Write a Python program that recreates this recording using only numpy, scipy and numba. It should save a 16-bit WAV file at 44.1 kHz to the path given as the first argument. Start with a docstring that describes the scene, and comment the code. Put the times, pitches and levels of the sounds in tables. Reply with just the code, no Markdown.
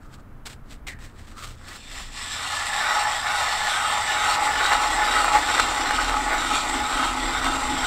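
"""Light wind rumbles on the microphone over the hush and a far engine drone of the valley, all from filtered noise.
Boots, jacket and blade tips scuff on lake ice: grainy clicks with sliding squeaks. Lumps snap loose and knock the steel.
A hand auger skates a little, then bites and is cranked round: a hail of random ice chips rings the steel flighting,
whose notes swell and fade with each turn. As the hole deepens its bore booms and the shaft shudders, both from noise
through resonances."""
import sys
import numpy as np
from scipy import signal
from scipy.fft import rfft, irfft
from scipy.io import wavfile
from scipy.ndimage import uniform_filter1d
from numba import njit

SR = 44100
rng = np.random.default_rng(int(sys.argv[2]) if len(sys.argv) > 2 else 0)


def to_wav(s):
    """Save 16-bit WAV."""
    ch = np.atleast_2d(s).T  # columns
    pcm = np.round(np.clip(ch, -1, 1) * 32767)  # PCM
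    wavfile.write(sys.argv[1], SR, pcm.astype(np.int16))


N = 346626
STEP = 32  # samples between slow control values

# how hard the blades cut, and how much the shavings slide up the flighting:
# time_s [s], bite_gain_db [dB], shavings_gain_db [dB]
CUT = [(1.569, -66, -61), (1.719, -41.5, -48), (1.81, -60, -48.5), (1.99, -39.5, -40), (2.1, -50, -47.5),
       (2.18, -38.5, -35), (2.57, -29, -31), (2.92, -22.5, -29.5), (3.2, -24.5, -31.5), (3.9, -23, -29.5),
       (4.7, -22.5, -28.5), (5.6, -24, -30), (6.25, -25, -32), (7.0, -24.5, -31), (7.2, -25.5, -32.5),
       (7.86, -27, -32.5)]
# moments when the crank handle passes the same place: time_s [s]
TURNS = [2.2, 2.65, 3.1, 3.55, 4.0, 4.42, 4.9, 5.35, 5.76, 6.2, 6.66, 7.18, 7.65, 8.1]


def undb(db):
    """Turn decibels into a plain multiplier."""
    return 10 ** (np.asarray(db) / 20)


def level(x, db):
    """Scale a sound so that its average (RMS) level is the given dB."""
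    return x * undb(db) / np.sqrt(np.mean(x ** 2))


def gain_of(db):
    """Gain at every sample from slow dB values."""
    return np.repeat(undb(db), STEP)[:N]


def curves(table):
    """Columns of a table, joined by straight lines, at every sample."""
    s, *columns = np.transpose(table)
    return [np.interp(np.arange(N) / SR, s, column) for column in columns]


def turn_at(t):
    """Number of crank turns made by time t, counted from the first pass of the handle."""
    return np.interp(t, TURNS, np.arange(len(TURNS)))


def walk(rate):
    """Random levels held 1 / rate s and smoothed twice, one value every STEP samples; spread near 1."""
    hold, size = int(SR / STEP / rate), N // STEP + 1
    held = np.repeat(rng.standard_normal(size // hold + 1), hold)
    return 1.48 * uniform_filter1d(uniform_filter1d(held, hold), hold)[:size]


def colour(x, shape, size=4096):
    """Filter x to a curve of (Hz, dB), responding only after each input, and set its RMS to 1."""
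    hz, db = np.transpose(shape)
    log_hz = np.log(np.fft.rfftfreq(size, 1 / SR) + 1)
    log_gain = np.interp(log_hz, np.log(hz), db) * np.log(10) / 20
    # folding the cepstrum makes the filter respond as early as it can, with no sound before its cause
    cepstrum = irfft(log_gain)
    cepstrum[1:size // 2] *= 2
    cepstrum[size // 2 + 1:] = 0
    response = irfft(np.exp(rfft(cepstrum)))
    return level(signal.fftconvolve(x, response)[:N], 0)


def ring(x, hz, width_hz):
    """One resonance, gain 1 at its centre; a narrow one rings longer."""
    return signal.lfilter(*signal.iirpeak(hz, hz / width_hz, SR), x)


@njit
def sweep(x, hz, damping):
    """A resonance whose centre moves (state-variable band-pass); damping is width over pitch."""
    y, band, low = np.empty(len(x)), 0., 0.
    for i in range(len(x)):
        g = np.tan(np.pi * hz[i] / SR)
        v = (band + g * (x[i] - low)) / (1 + g * (g + damping))
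        band, low, y[i] = 2 * v - band, low + 2 * g * v, damping * v
    return y


def soften(x, hz):
    """Contact that lasts a moment dulls the top."""
    return signal.sosfilt(signal.butter(2, hz, fs=SR, output="sos"), x)


def chips(rate, spread_db, flurry_db, push=0.44):
    """Random clicks, rate per second, a few much larger, in flurries and mostly pushing one way."""
    when, size, sign = rng.random(N), rng.exponential(size=N), rng.standard_normal(N)
    clicks = (when < rate / SR) * (sign + push) * undb(spread_db * size)
    hail = clicks * gain_of(flurry_db * walk(60))
    return level(signal.sosfilt(signal.butter(2, 500, "high", fs=SR, output="sos"), hail), 0)


def air():
    """Wind buffets and rumbles on the microphone over the distant hush, each a coloured noise."""
    # wind on the microphone: time_s [s], buffet_db [dB], rumble_db [dB]
    wind_levels = [(0.0, -43, -48), (1.0, -43.5, -45.5), (1.6, -46, -50.5), (2.0, -39, -49),
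                   (2.5, -49, -52), (4.2, -49.5, -45.5), (5.5, -46, -47), (6.4, -40.5, -47),
                   (7.86, -36.5, -42)]
    # tone of the buffeting, the rumble and the hush: frequency_hz [Hz], relative_level_db [dB per Hz]
    buffet_tone = [(6, -3), (14, 4.5), (24, 12), (34, 13), (45, -6), (70, -45.5)]
    rumble_tone = [(35, -10), (60, 8.5), (125, -6), (165, -5), (270, -11), (400, -22), (800, -78)]
    hush_tone = [(120, -18), (220, 2), (400, -6.5), (630, -9), (900, -9.5), (1400, -9), (1800, -15.5),
                 (2600, -24), (4000, -34), (8000, -51), (15600, -68)]
    buffet_db, rumble_db = curves(wind_levels)
    buffet = colour(rng.standard_normal(N), buffet_tone, size=32768)
    rumble = colour(rng.standard_normal(N), rumble_tone, size=32768)
    wind = undb(buffet_db) * buffet + undb(rumble_db) * rumble
    hush = colour(rng.standard_normal(N), hush_tone)
    return wind + undb(-52.5) * hush


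def drone():
    """A far engine down the valley: narrow bands of noise that glide with its speed."""
    # engine speed as a base frequency: time_s [s], base_hz [Hz]
    engine_speed = [(0, 132.5), (.8, 123), (1.4, 115.5), (2.4, 116), (3.2, 113.5), (4.5, 123), (7.86, 108)]
    # its partials: multiple of the base frequency [ratio], level_db [dB]
    partials = [(.72, -55.5), (0.999, -55), (2.33, -63.5)]
    hz, noise = curves(engine_speed)[0], rng.standard_normal(N)
    total = 0
    for multiple, db in partials:
        band = sweep(sweep(noise, multiple * hz, 0.044), multiple * hz, 0.051)
        total = total + level(band, db)
    return total


def swell(t, rise, hold, fall):
    """Rise, hold and fall, straight in dB."""
    fade_db = 26.5
    up = np.minimum(np.minimum(t / rise, (rise + hold + fall - t) / fall), 1)
    return undb(fade_db * (up - 1))


def scuffs():
    """Grainy rubbing of boots, jacket and blade tips, with a squeaky resonance that slides."""
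    # start_s [s], rise_s [s], hold_s [s], fall_s [s], hiss_db [dB], squeak_db [dB],
    # squeak pitch it starts from_hz [Hz] and glides towards to_hz [Hz], squeak fade linger_s [s]
    scuff_list = [(0.0, 0.0069, 0.2, .03, -63.5, -59, 1320, 1100, .05),
                  (0.1, .035, .008, .03, -50, -62, 1330, 1300, .05),
                  (0.452, .004, 0.042, 0.077, -40, -67, 1390, 1700, .08),
                  (0.641, 0.073, 0.022, 0.051, -46.5, -68, 1900, 1900, .06),
                  (0.867, .002, 0.013, 0.077, -38, -41.5, 2280, 1750, 0.23),
                  (0.987, 0.0018, 0.064, 0.037, -48, -63, 1950, 2100, 0.06),
                  (1.03, 0.037, .1, .04, -62.5, -80, 1600, 1100, .05),
                  (1.158, 0.029, 0.13, 0.094, -53.5, -63, 1830, 1700, .06),
                  (1.27, 0.16, 0.038, .09, -40, -46.5, 1260, 1220, 0.067),
                  (1.458, 0.028, 0.11, .05, -58, -71, 1500, 1500, 0.044),
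                  (1.62, .003, .04, 0.087, -59, -55, 1500, 1500, .1),
                  (1.602, 0.094, 0.073, 0.054, -43.5, -59, 1400, 1200, .05),
                  (1.802, .14, 0.095, .08, -45.5, -56, 1900, 1700, .05)]
    # tone of the hiss: frequency_hz [Hz], relative_level_db [dB per Hz]
    hiss_tone = [(1500, -1), (2400, -2), (3900, -2), (6300, -9), (8100, -3), (9400, -16.5), (13000, -19),
                 (15600, -21)]
    grit, out = chips(6000, 0.47, 2.5), np.zeros(N)
    hiss, t = colour(grit, hiss_tone), np.arange(SR // 2) / SR
    for start, rise, hold, fall, hiss_db, squeak_db, from_hz, to_hz, linger in scuff_list:
        first = int(start * SR)
        part = slice(first, first + len(t))
        glide_s = 0.019 + rise + hold
        hz = to_hz + (from_hz - to_hz) * np.exp(-t / glide_s)
        squeak = level(sweep(sweep(grit[part], hz, 0.19), hz, .5), 0)
        early = 0.49 * rise  # the squeak speaks a little before the hiss is full
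        out[part] += undb(hiss_db) * swell(t, rise, hold, fall) * hiss[part]
        out[part] += undb(squeak_db) * swell(t, early, hold + rise - early, linger) * squeak
    return out


def cracks():
    """A short damped snap and a noisy splinter for each knock, and the blow that it gives the steel."""
    # lumps that crack loose, and knocks on the steel; the first, at 0.867 s, is the auger tip set down on the
    # ice: # time_s [s], strength_db [dB], decay_s [s], blow to the steel against the strength ring_db [dB]
    crack_list = [(0.867, -39, 0.00044, 6), (0.879, -29, 0.00039, 7), (0.989, -34, 0.00026, 8),
                  (1.614, -35, 0.00067, -1), (3.269, -19.5, 0.00097, 8), (3.295, -30, 0.0005, 3),
                  (3.386, -27, 0.00051, 6), (4.61, -14.5, 0.0019, 8), (4.72, -11, 0.00051, 18),
                  (4.735, -8, 0.00068, -3), (5.139, -12.5, 0.00073, 15), (5.357, -17, 0.0006, 17),
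                  (5.58, -8, 0.00044, 1), (5.598, -0.5, 0.00029, -10), (5.665, -11, 0.0003, 6),
                  (5.909, -5, 0.00045, -6), (6.096, -6, 0.00027, -5), (6.501, -19, 0.00058, 12),
                  (7.548, -17, 0.00042, 11)]
    snaps, blows, t = np.zeros(N), np.zeros(N), np.arange(1000) / SR
    noise = rng.standard_normal((len(crack_list), len(t)))
    for (s, db, decay, ring_db), grain in zip(crack_list, noise):
        i = int(s * SR)
        snap = -np.sin(2 * np.pi * 1500 * t) * np.exp(-t / decay)
        splinter = grain * np.exp(-t / 0.004)
        snaps[i:i + len(t)] += undb(db) * (1.4 * snap + 0.11 * splinter)
        blows[i:i + len(t)] += undb(db + ring_db) * snap
    snaps = signal.sosfilt(signal.butter(3, [500, 9000], "band", fs=SR, output="sos"), snaps)
    return snaps, soften(blows, 6800)


def effort(t, turn):
    """Bite and shavings gains in dB: the cut, the heave of the arm, the grabs and a little unevenness."""
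    # blades grabbing (+) or slipping (-) for a moment:
    # time_s [s], half_length_s [s], bite_change_db [dB], shavings_change_db [dB]
    grabs = [(3.22, 0.031, -3, -0.5), (3.697, .08, -1.5, 1), (4.32, 0.032, 1.5, 2.5), (4.385, .03, -2, -5),
             (4.731, 0.035, 3.5, 3.5), (4.895, 0.017, -1.5, -4), (5.194, 0.081, 1.5, 1),
             (5.31, 0.019, -3, -2.5), (5.361, 0.039, 8, 1), (5.6, 0.01, 7, 7.5), (5.8, 0.064, -1, -1.5),
             (6.334, 0.049, 5, 1), (6.46, 0.076, -3.5, -2), (6.553, 0.089, 1, 3), (6.612, 0.017, -5, 1),
             (7.15, 0.085, -3.5, -2), (7.41, 0.03, -2.5, -5.5), (7.461, 0.042, 3.5, 3.5)]
    s, bite_db, slide_db = np.transpose(CUT)
    # the arm leans harder once a turn
    heave_db = 0.58 * np.cos(2 * np.pi * (turn - 0.5)) * (turn > 0)
    uneven_db = .6 * walk(18)
    bite_db = np.interp(t, s, bite_db) + heave_db + uneven_db
    slide_db = np.interp(t, s, slide_db) + heave_db + uneven_db
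    for at, half, more_bite_db, more_slide_db in grabs:
        bump = np.clip(1 - abs(t - at) / half, 0, 1)
        bite_db = bite_db + more_bite_db * bump
        slide_db = slide_db + more_slide_db * bump
    return bite_db, slide_db


def steel_modes(t, turn, coarse, fine, blows):
    """The steel's own notes, rung by chips, dust and blows; each beams round with the crank."""
    # pitch of each note: pitch_hz [Hz]
    mode_pitches = [843, 960, 1145, 1277, 1445, 1530, 1748, 1927, 2050, 2200, 2790, 3754, 5230, 7478, 7600,
                    8081, 8283, 8480, 9410]
    # for each note: width_hz [Hz], level_db [dB, relative], drift with drilling [dB per s],
    # once-a-turn swing_db [dB] and lag [turns], twice-a-turn swing_db [dB] and lag [turns]
    mode_settings = [(21.5, 7, 1.86, -2.5, -1.2, 0, -0.081), (77, -6, 2.3, -9.5, 0.78, 0.5, 0.12),
                     (55.556, -10.5, 2, 9, 0.37, 3, 0.13), (38, 0, 3.4, 10.5, 0.18, 2.2, 0.19),
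                     (30, -9.5, 2.7, 15, -0.023, 5.2, -0.078), (50, -12, 1, 12.5, -1.1, -6.5, 0.064),
                     (42.7, -3.5, -1.5, 2, -0.42, 5.5, 0.048), (52, 0, 1.1, 2, 0.23, 5, 0.32),
                     (89, -2, 2.5, 0.5, -0.68, 2.5, 0.12), (86.4, -30.5, 0.5, 26.5, 0.001, 4, 0.16),
                     (70, -2, .3, 7, 0.21, .4, 0.21), (27, -5, 0.2, 3.5, 0.24, 0, 0.14),
                     (78.5, -14.5, -4, -2, 0.16, 6, 0.14), (25, -1.5, 1.4, -2.5, 0.21, .4, 0.065),
                     (90, -9, -2, 4, 0.21, -1, 0.13), (32, -5, .3, -4, 0.22, -6, 0.058),
                     (80, -10, .3, 4, 0.25, 5, 0.075), (70, -10, 2.5, -1, 0.29, -6, .1),
                     (150, -17, 2, -9, -0.051, 0, 0.03)]
    skating = np.clip((2.8 - t) / 0.13, 0, 1)
    low, high, knocks, power = 0, 0, 0, 0
    for hz, (width_hz, db, drift_db, once_db, lag, twice_db, lag_twice) in zip(mode_pitches, mode_settings):
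        once = -once_db * np.cos(2 * np.pi * (turn - lag))
        twice = -twice_db * np.cos(4 * np.pi * (turn - lag_twice))
        # blades that only skate hardly stir the lowest modes
        skate_loss_db = 10 * skating * (850 / hz) ** 3
        share_db = db + drift_db * (t - 5) + once + twice - skate_loss_db
        gain = gain_of(share_db) / np.sqrt(width_hz)
        # coarse chips drive the low modes, fine dust the high ones
        if hz < 2500:
            low = low + gain * ring(coarse, hz, width_hz)
            power = power + undb(2 * share_db)
        else:
            high = high + gain * ring(ring(fine, hz, width_hz), hz, 6 * width_hz)
        knocks = knocks + undb(db) * ring(blows, hz, width_hz)
    # the low modes share the force of the bite among them
    low = low * gain_of(-10 * np.log10(power))
    return low, high, knocks


def glints(x, turn, count=66):
    """The crowd of small high modes of the flighting, each flashing at its own angle of the turn."""
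    out = 0
    for k, (place, lag) in enumerate(rng.random((count, 2))):
        hz = 2300 + (k + place) * 125
        flash_db = 5 * np.cos(2 * np.pi * (turn - lag)) + 4 * walk(14)
        out = out + ring(x, hz, 80) * gain_of(flash_db)
    return level(out, 0)


def auger():
    """Ice chips crush under the blades and strike the steel, and shavings slide up the flighting."""
    # tone of the crushed ice and of the shavings: frequency_hz [Hz], relative_level_db [dB per Hz]
    crush_tone = [(380, -39), (560, -2), (750, 0.5), (1100, 5.5), (1500, 4.5), (1650, -15), (1850, 2),
                  (2300, -23.5), (3000, -29.5)]
    shavings_tone = [(1500, -13), (2200, -7), (3000, -7.5), (3700, -4), (4900, -12.5), (5700, -12),
                     (6500, -19.5), (7500, -8), (8000, -10), (9200, -22.5), (9600, -23.5), (10700, -29),
                     (12800, -21), (15600, -55)]
    t = np.arange(N // STEP + 1) * STEP / SR
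    cutting = np.clip((np.arange(N) / SR - CUT[0][0]) / .005, 0, 1)
    turn = turn_at(t)
    bite_db, slide_db = effort(t, turn)
    hail, dust = chips(6000, 1.47, 1.0), chips(12000, 1.34, .9)
    snaps, blows = cracks()
    coarse = level(soften(hail, 2340), 0)
    fine = level(soften(chips(12000, 1.4, .9), 9200), 0)
    low, high, knocks = steel_modes(t, turn, coarse, fine, blows)
    # a deeper hole lends the crushing more body
    body = level(ring(ring(hail, 287, 700), 780, 710), -20.5)
    body = body * gain_of(8.5 * np.tanh((t - 4.1) / 0.43))
    crunch = colour(hail + chips(4000, 2.7, 0.65), crush_tone)
    crushing = level(low, -2.55) + level(crunch, -6.5) + body
    hiss = colour(dust + 0.28 * hail, shavings_tone)
    sliding = level(hiss, -6.5) + level(glints(hiss, turn), -4.0) + level(high, -9)
    drilling = gain_of(bite_db) * crushing + gain_of(slide_db) * sliding
    return cutting * drilling + snaps + knocks


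def hole():
    """The air column in the bore booms as the hole deepens and the shaft shudders: noise through resonances."""
    # shudder of the shaft: time_s [s], level_db [dB]
    shudder_levels = [(3.6, -52), (4.3, -65), (4.6, -42.5), (5.2, -40), (5.5, -34), (5.8, -37.5),
                      (6.2, -36.5), (6.65, -44), (7.1, -33.5), (7.86, -47)]
    from_s, deep_s = 3.8, 7.06
    bore_hz, low_hz, shaft_hz = 263, 130, 39
    t = np.arange(N) / SR
    depth = np.clip((t - from_s) / (deep_s - from_s), 0, 1)  # 0 shallow, 1 deep
    # the boom throbs as each of the two blades comes round
    throb_db = 4.5 * depth ** 2 * np.cos(4 * np.pi * (turn_at(t) - .18))
    boom_db = -54 + (-33 + 54) * depth ** 0.73 + throb_db
    shudder_db = curves(shudder_levels)[0]
    grown = np.clip((t - from_s) / .5, 0, 1)
    noise = rng.standard_normal((2, N))
    main_note = ring(ring(noise[0], bore_hz, 16), bore_hz, 65)
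    # a broad upper note gives way to the main one with depth
    high_note = undb(0.5 + (-7.5 - 0.5) * depth ** 2) * ring(ring(noise[1], 323, 64), 300, 110)
    # a lower note comes up near the end, rising 14 dB per s
    low_note = undb(-10.5 + 14 * (t - t[-1])) * ring(ring(noise[1], low_hz, 21), low_hz, 51)
    boom = main_note + high_note + low_note
    shudder = ring(ring(noise[1], shaft_hz, 3.2), shaft_hz, 7.2)
    shudder = shudder + undb(-16) * ring(ring(noise[0], 77, 14), 76, 35)
    return grown * (undb(boom_db) * level(boom, 0) + undb(shudder_db) * level(shudder, 0))


def scene():
    """All the sources added together, as one channel."""
    return (air() + drone() + scuffs() + auger() + hole())[None]


def record(dry):
    """The recorder cuts the top, steeply above 15640 Hz."""
    return signal.sosfilt(signal.ellip(12, .2, 80, 15640, fs=SR, output="sos"), dry)


dry = scene()
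out = record(dry)
to_wav(out)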